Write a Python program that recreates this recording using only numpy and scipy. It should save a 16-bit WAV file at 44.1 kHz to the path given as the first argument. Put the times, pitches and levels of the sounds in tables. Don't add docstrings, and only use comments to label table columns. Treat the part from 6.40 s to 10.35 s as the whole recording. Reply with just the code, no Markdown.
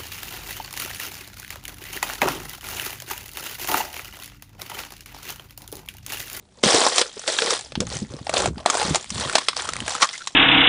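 import sys
import numpy as np
from scipy import signal
from scipy.io import wavfile

SR = 44100
rng = np.random.default_rng(int(sys.argv[2]) if len(sys.argv) > 2 else 0)


def dump(signal):
    limited = np.clip(np.atleast_2d(signal).T, -1, 1)
    pcm = np.round(limited * 32767).astype(np.int16)
    wavfile.write(sys.argv[1], SR, pcm)


N = 174195
T = np.arange(N) / SR

# time in seconds, level of the fine grains in dB,
# level of the coarse chunks in dB.
CRUSH = [(0.1,-69,-66.5),(0.226,-50.5,-42.5),(0.236,-20,-26),(0.33,-19,-22.5),(0.485,-23,-20.5),(0.51,-29.5,-33),(0.595,-20.5,-29.5),(0.635,-34.5,-34),(0.72,-46,-53.5),(0.865,-38.5,-45.5),(0.89,-25,-39.5),(0.95,-29,-34.5),(1.135,-25,-31.5),(1.18,-33,-41.5),(1.37,-61,-61),(1.55,-32,-38),(1.68,-53.5,-61),(1.74,-46.5,-36.5),(1.83,-51.5,-56),(1.925,-42,-34.5),(1.98,-24,-21.5),(2.085,-38,-33),(2.12,-65,-59),(2.2,-48,-41),(2.245,-58.5,-44),(2.275,-37,-29.5),(2.38,-27.5,-25),(2.48,-29.5,-29),(2.58,-37,-35),(2.675,-46,-62),(2.8,-28,-29),(2.87,-34,-33.5),(2.96,-32.5,-28.5),(3.025,-37.5,-41.5),(3.15,-45.5,-60),(3.175,-29,-32.5),(3.31,-41,-38),(3.44,-43,-40.5),(3.495,-29.5,-36),(3.603,-38,-33),(3.624,-16,-23.5),(3.68,-41.5,-44.5),(3.74,-35.5,-51.5),(3.93,-52,-58.5)]
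# frequency in Hz, density in dB per Hz.
COARSE = [(50,-59.5),(190,-10),(420,-2.5),(650,-3.5),(1200,-4),(4000,-18.5)]
SNAP_SPAN_S = 0.011


def amp(db):
    return 10 ** (np.asarray(db) / 20)


def unit(x, seconds=None):
    span = seconds * SR if seconds else len(x)
    return x / np.sqrt(np.sum(x ** 2) / span + 1e-20)


def add(mix, s, sound):
    part = mix[max(round(s * SR), 0):][:len(sound)]
    part += sound[:len(part)]


def colour(x, points, size=4096):
    hz, db = np.transpose(points)
    f = abs(np.fft.fftfreq(size, 1 / SR))
    log_gain = np.log(amp(np.interp(np.log(f + 1), np.log(hz), db)))
    spectrum = np.exp(np.conj(signal.hilbert(log_gain)))
    taps = np.fft.ifft(spectrum).real[:size // 2]
    return signal.fftconvolve(x, taps)[:len(x)]


def resonance(x, hz, q):
    return signal.lfilter(*signal.iirpeak(hz, q, fs=SR), x)


def level(table, axis):
    rows = np.array(table)
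    return amp(np.interp(T, rows[:, 0], rows[:, axis]))


def tread_effort():
    return level(CRUSH, axis=1) / amp(-30)


def fractures(n, per_s, spread_db, cap):
    sizes = amp(spread_db * np.minimum(rng.exponential(1, n), cap))
    signs = rng.choice([-1, 1], n)
    return sizes * signs * (rng.random(n) < per_s / SR)


def steadied(x, seconds):
    power = signal.fftconvolve(x ** 2, np.hanning(int(seconds * SR)), "same")
    return unit(x / np.sqrt(abs(power) + 1e-9))


def crack(db, body_db, treble_db, hz, size=3000):
    # frequency in Hz, density in dB per Hz.
    snap_spectrum = [(100,-52.5),(900,-3),(1600,-3),(2600,-2.5),(3400,0),(4700,-3),(6500,-8),(10000,-31.5)]
    splinter_spectrum = [(4000, -21.5), (5500, 12.5), (8000, 6), (10000, -4.5)]
    plate_fade_s, plate_share = 0.0028, 0.75
    t = np.arange(size) / SR

    fade_s = 0.0028 * 2 ** ((db + 46.5) / 31)
    run = fractures(size, per_s=7000, spread_db=3.0, cap=1.9)
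    debris = 0.017 * np.sqrt(amp(db + 13.0)) * np.exp(-t / 0.05)
    volley = run * (np.exp(-t / fade_s) + debris)
    volley = volley + resonance(volley, rng.uniform(2800, 7670), 12)

    plate = np.cos(2 * np.pi * hz * t) * np.minimum(t * hz, 1) * np.exp(-t / plate_fade_s)
    rubble = unit(colour(volley, COARSE))
    body = np.sqrt(plate_share) * unit(plate) + np.sqrt(1 - plate_share) * rubble

    snap = unit(colour(volley, snap_spectrum), SNAP_SPAN_S)
    splinters = unit(colour(volley, splinter_spectrum), SNAP_SPAN_S)
    return amp(db) * (snap + amp(body_db) * unit(body, SNAP_SPAN_S) + amp(treble_db) * splinters)


def crumbling(count=30, size=1024):
    # frequency in Hz, density in dB per Hz.
    fine_spectrum = [(80,-67),(300,-27),(900,-1),(1600,3),(2700,-9),(3300,1.5),(7000,-2),(9800,-7.5)]
    fractures_per_s, crowding = 1300, 0.4
    shard_pitch_ratio = 2.43

    rate = fractures_per_s * tread_effort() ** crowding
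    clicks = fractures(N, per_s=rate, spread_db=5.0, cap=3.56)
    fragment = rng.integers(0, count, N)
    t = np.arange(size) / SR
    fine, coarse = np.zeros((2, N))
    tick_hz = rng.permutation(np.geomspace(1700, 9500, count))
    for k, knock_hz in enumerate(np.geomspace(380, 1600, count)):
        tick_noise, knock_noise = rng.standard_normal((2, size))
        ring = resonance(tick_noise * np.exp(-t / 0.0029), tick_hz[k], 7)
        snap = tick_noise * np.exp(-t / 0.00065)
        tick = unit(ring) + 0.64 * unit(snap)
        tone = np.sin(2 * np.pi * knock_hz * t) * np.exp(-t * knock_hz / 2.8)
        thump = knock_noise * np.exp(-t / 0.0013)
        knock = unit(tone) + 1.4 * unit(thump)
        tilt = np.sqrt(tick_hz[k])
        own = clicks * (fragment == k)
        fine += signal.oaconvolve(own, tick * tilt)[:N]
        coarse += signal.oaconvolve(own, knock / tilt)[:N]

    broken = (T / T[-1]) ** 2
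    slabs = unit(colour(coarse, COARSE))
    shards = unit(colour(coarse, np.array(COARSE) * [shard_pitch_ratio, 1]))
    chunks = (1 - broken) * slabs + broken * shards
    grains = steadied(colour(fine, fine_spectrum), 0.073)
    return grains * level(CRUSH, axis=1) + steadied(chunks, 0.6) * level(CRUSH, axis=2)


def chip(db, size=1024):
    fade_s = 0.0013
    tick = rng.standard_normal(size) * np.exp(-np.arange(size) / SR / fade_s)
    ring = resonance(tick, rng.uniform(1270, 7660), 10)
    snap = colour(tick, [(200, -12.5), (700, 0.5), (9000, -6)])
    return amp(db) * unit(snap + 2 * ring, SNAP_SPAN_S)


def loose_slab(length, db, hz):
    width_hz = 71
    n = int(length * SR)
    jolts = fractures(n, per_s=1100, spread_db=5.5, cap=3.5)
    ring = resonance(jolts, hz, hz / width_hz)
    return amp(db) * unit(ring * signal.windows.tukey(n))


def thud(db, size=6000):
    centre_hz, rise_s, fade_cycles, span_s = 166, 0.0033, 1.8, 0.014
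    t = np.arange(size) / SR
    hz = centre_hz * 2 ** rng.uniform(-0.68, 0.52)
    shape = np.minimum(t / rise_s, 1) * np.exp(-t * centre_hz / fade_cycles)
    grit = colour(rng.standard_normal(size), [(45, -24), (centre_hz, 0), (370, -5), (1100, -40)])
    flex = np.sin(2 * np.pi * hz * t) + 0.51 * unit(grit)
    return amp(db) * unit(shape * flex, span_s)


def rumble():
    # time in seconds, level of the rumble in dB.
    weight = [(0.12,-62),(0.24,-54),(0.68,-69),(1.3,-53),(1.41,-32.5),(1.68,-46.5),(1.85,-49),(2.12,-31.5),(2.3,-60),(2.52,-33.5),(2.63,-59),(2.78,-33.5),(3.02,-62),(3.42,-38.5),(3.7,-71)]
    # frequency in Hz, density in dB per Hz.
    rumble_spectrum = [(30,-22),(65,9),(250,-3.5),(400,-17),(2000,-53.5)]
    bumps = colour(fractures(N, per_s=360, spread_db=1.0, cap=5.2), rumble_spectrum)
    return steadied(bumps, 0.08) * level(weight, axis=1)


def powder():
    spectrum = [(150, -29), (600, -18.0), (2600, 2.5), (3500, 1), (9500, -3.5)]
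    hiss = unit(colour(rng.standard_normal(N), spectrum))
    return amp(-34.5) * tread_effort() * hiss


def scatter(x, db, fade_s, size=8000):
    t = np.arange(size) / SR
    echoes = fractures(size, per_s=4900, spread_db=-5.0, cap=9.0)
    tail = echoes * np.exp(-t / fade_s) * (t > 0.003)
    return x + amp(db) * signal.fftconvolve(x, tail / np.linalg.norm(tail))[:N]


def outdoor_air():
    # frequency in Hz, density in dB per Hz.
    air_spectrum = [(65,-7),(200,-2.5),(800,-15),(1500,-25.5),(9500,-26)]
    return amp(-58.5) * unit(colour(rng.standard_normal(N), air_spectrum))


def scene():
    # start in seconds, snap level in dB, body level in dB re the snap,
    # treble level in dB re the snap, plate pitch in Hz.
    crack_rows = [(0.236,-18.5,3,-9,415),(0.347,-30,8.5,9,446),(0.465,-28.5,8.5,7,820),(0.582,-16,-7,-0.5,684),(0.614,-17,-4.5,-2.5,495),(0.794,-47.5,4,15,640),(0.877,-22,-8,-1.5,516),(0.987,-19,-3,-18,1630),(1.021,-21.5,-3,-5.5,483),(1.106,-25.5,-2,7,1240),(1.321,-39,0,-14,545),(1.354,-27.5,-6,-15,860),(1.404,-27.5,0,4.5,400),(1.868,-37,9,-27,780),(1.894,-32,9,-0.5,650),(1.939,-26,5.5,0.5,710),(1.9679,-21.5,-3.5,-10,460),(2.058,-29.5,11,2.5,700),(2.18,-41,1,-12,850),(2.26,-21.5,8,-2,703),(2.3,-22,0.5,5,1220),(2.3517,-34.5,14,-25,686),(2.546,-22,1,0,655),(2.556,-24,2,5.5,863),(2.703,-32.5,-16.5,6,1270),(2.897,-43,15.5,-11,1410),(2.954,-13.5,-3,-0.5,647),(2.982,-21,-1.5,-2.5,1046),(3.0851,-16.5,-5,-4,1310),(3.131,-39,4.5,-15,1170),(3.2897,-31,7,2.5,1290),(3.551,-33.5,7.5,2,1290),(3.626,-14,-5,-14,1290),(3.69,-28.5,-22,-6.5,1430),(3.872,-27,-8,1.5,1130)]
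    # start in seconds, level in dB.
    chip_rows = [(1.116,-31),(1.469,-34.5),(1.502,-34),(1.553,-37),(1.569,-30),(2.352,-32),(2.405,-29.5),(2.644,-36),(2.934,-31),(3.167,-24.5),(3.177,-35.5),(3.335,-26),(3.366,-27.5),(3.404,-26.5),(3.48,-20.5)]
    # start in seconds,
    # length in seconds, level in dB, resonance in Hz.
    slab_rows = [(0.337,0.021,-18.5,385),(0.766,0.015,-35,380),(0.875,0.035,-28,587),(1.0,0.16,-31,474),(1.412,0.028,-30.5,493),(3.47,.04,-38.5,675),(3.62,0.041,-21,1135),(3.722,0.048,-39,2070),(3.8,0.031,-39.5,1420)]
    # start in seconds, level in dB.
    thud_rows = [(0.237,-22),(0.26,-20.5),(1.374,-24),(1.402,-23.5),(1.555,-31),(1.619,-23.5),(1.703,-38),(1.738,-32),(1.81,-35),(2.048,-35),(2.078,-26),(2.101,-31.5),(2.17,-32.5),(2.447,-29.5),(2.48,-27.5),(2.506,-21),(2.715,-33),(2.758,-31.5),(2.789,-32),(2.856,-31),(3.417,-32.5)]

    ice = crumbling()
    events = (crack_rows, crack), (chip_rows, chip), (slab_rows, loose_slab), (thud_rows, thud)
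    for rows, source in events:
        for s, *settings in rows:
            add(ice, s, source(*settings))
    mix = scatter(ice, db=-16, fade_s=0.017) + powder() + rumble() + outdoor_air()
    return mix[None]


def record(dry):
    cutoff_hz = 10350
    low_pass = signal.firwin(171, cutoff_hz, window=("kaiser", 8), fs=SR)[None]
    clipped = np.clip(signal.oaconvolve(dry, low_pass, "same"), -1, 1)
    return signal.oaconvolve(clipped, low_pass, "same")


dry = scene()
out = record(dry)
dump(out)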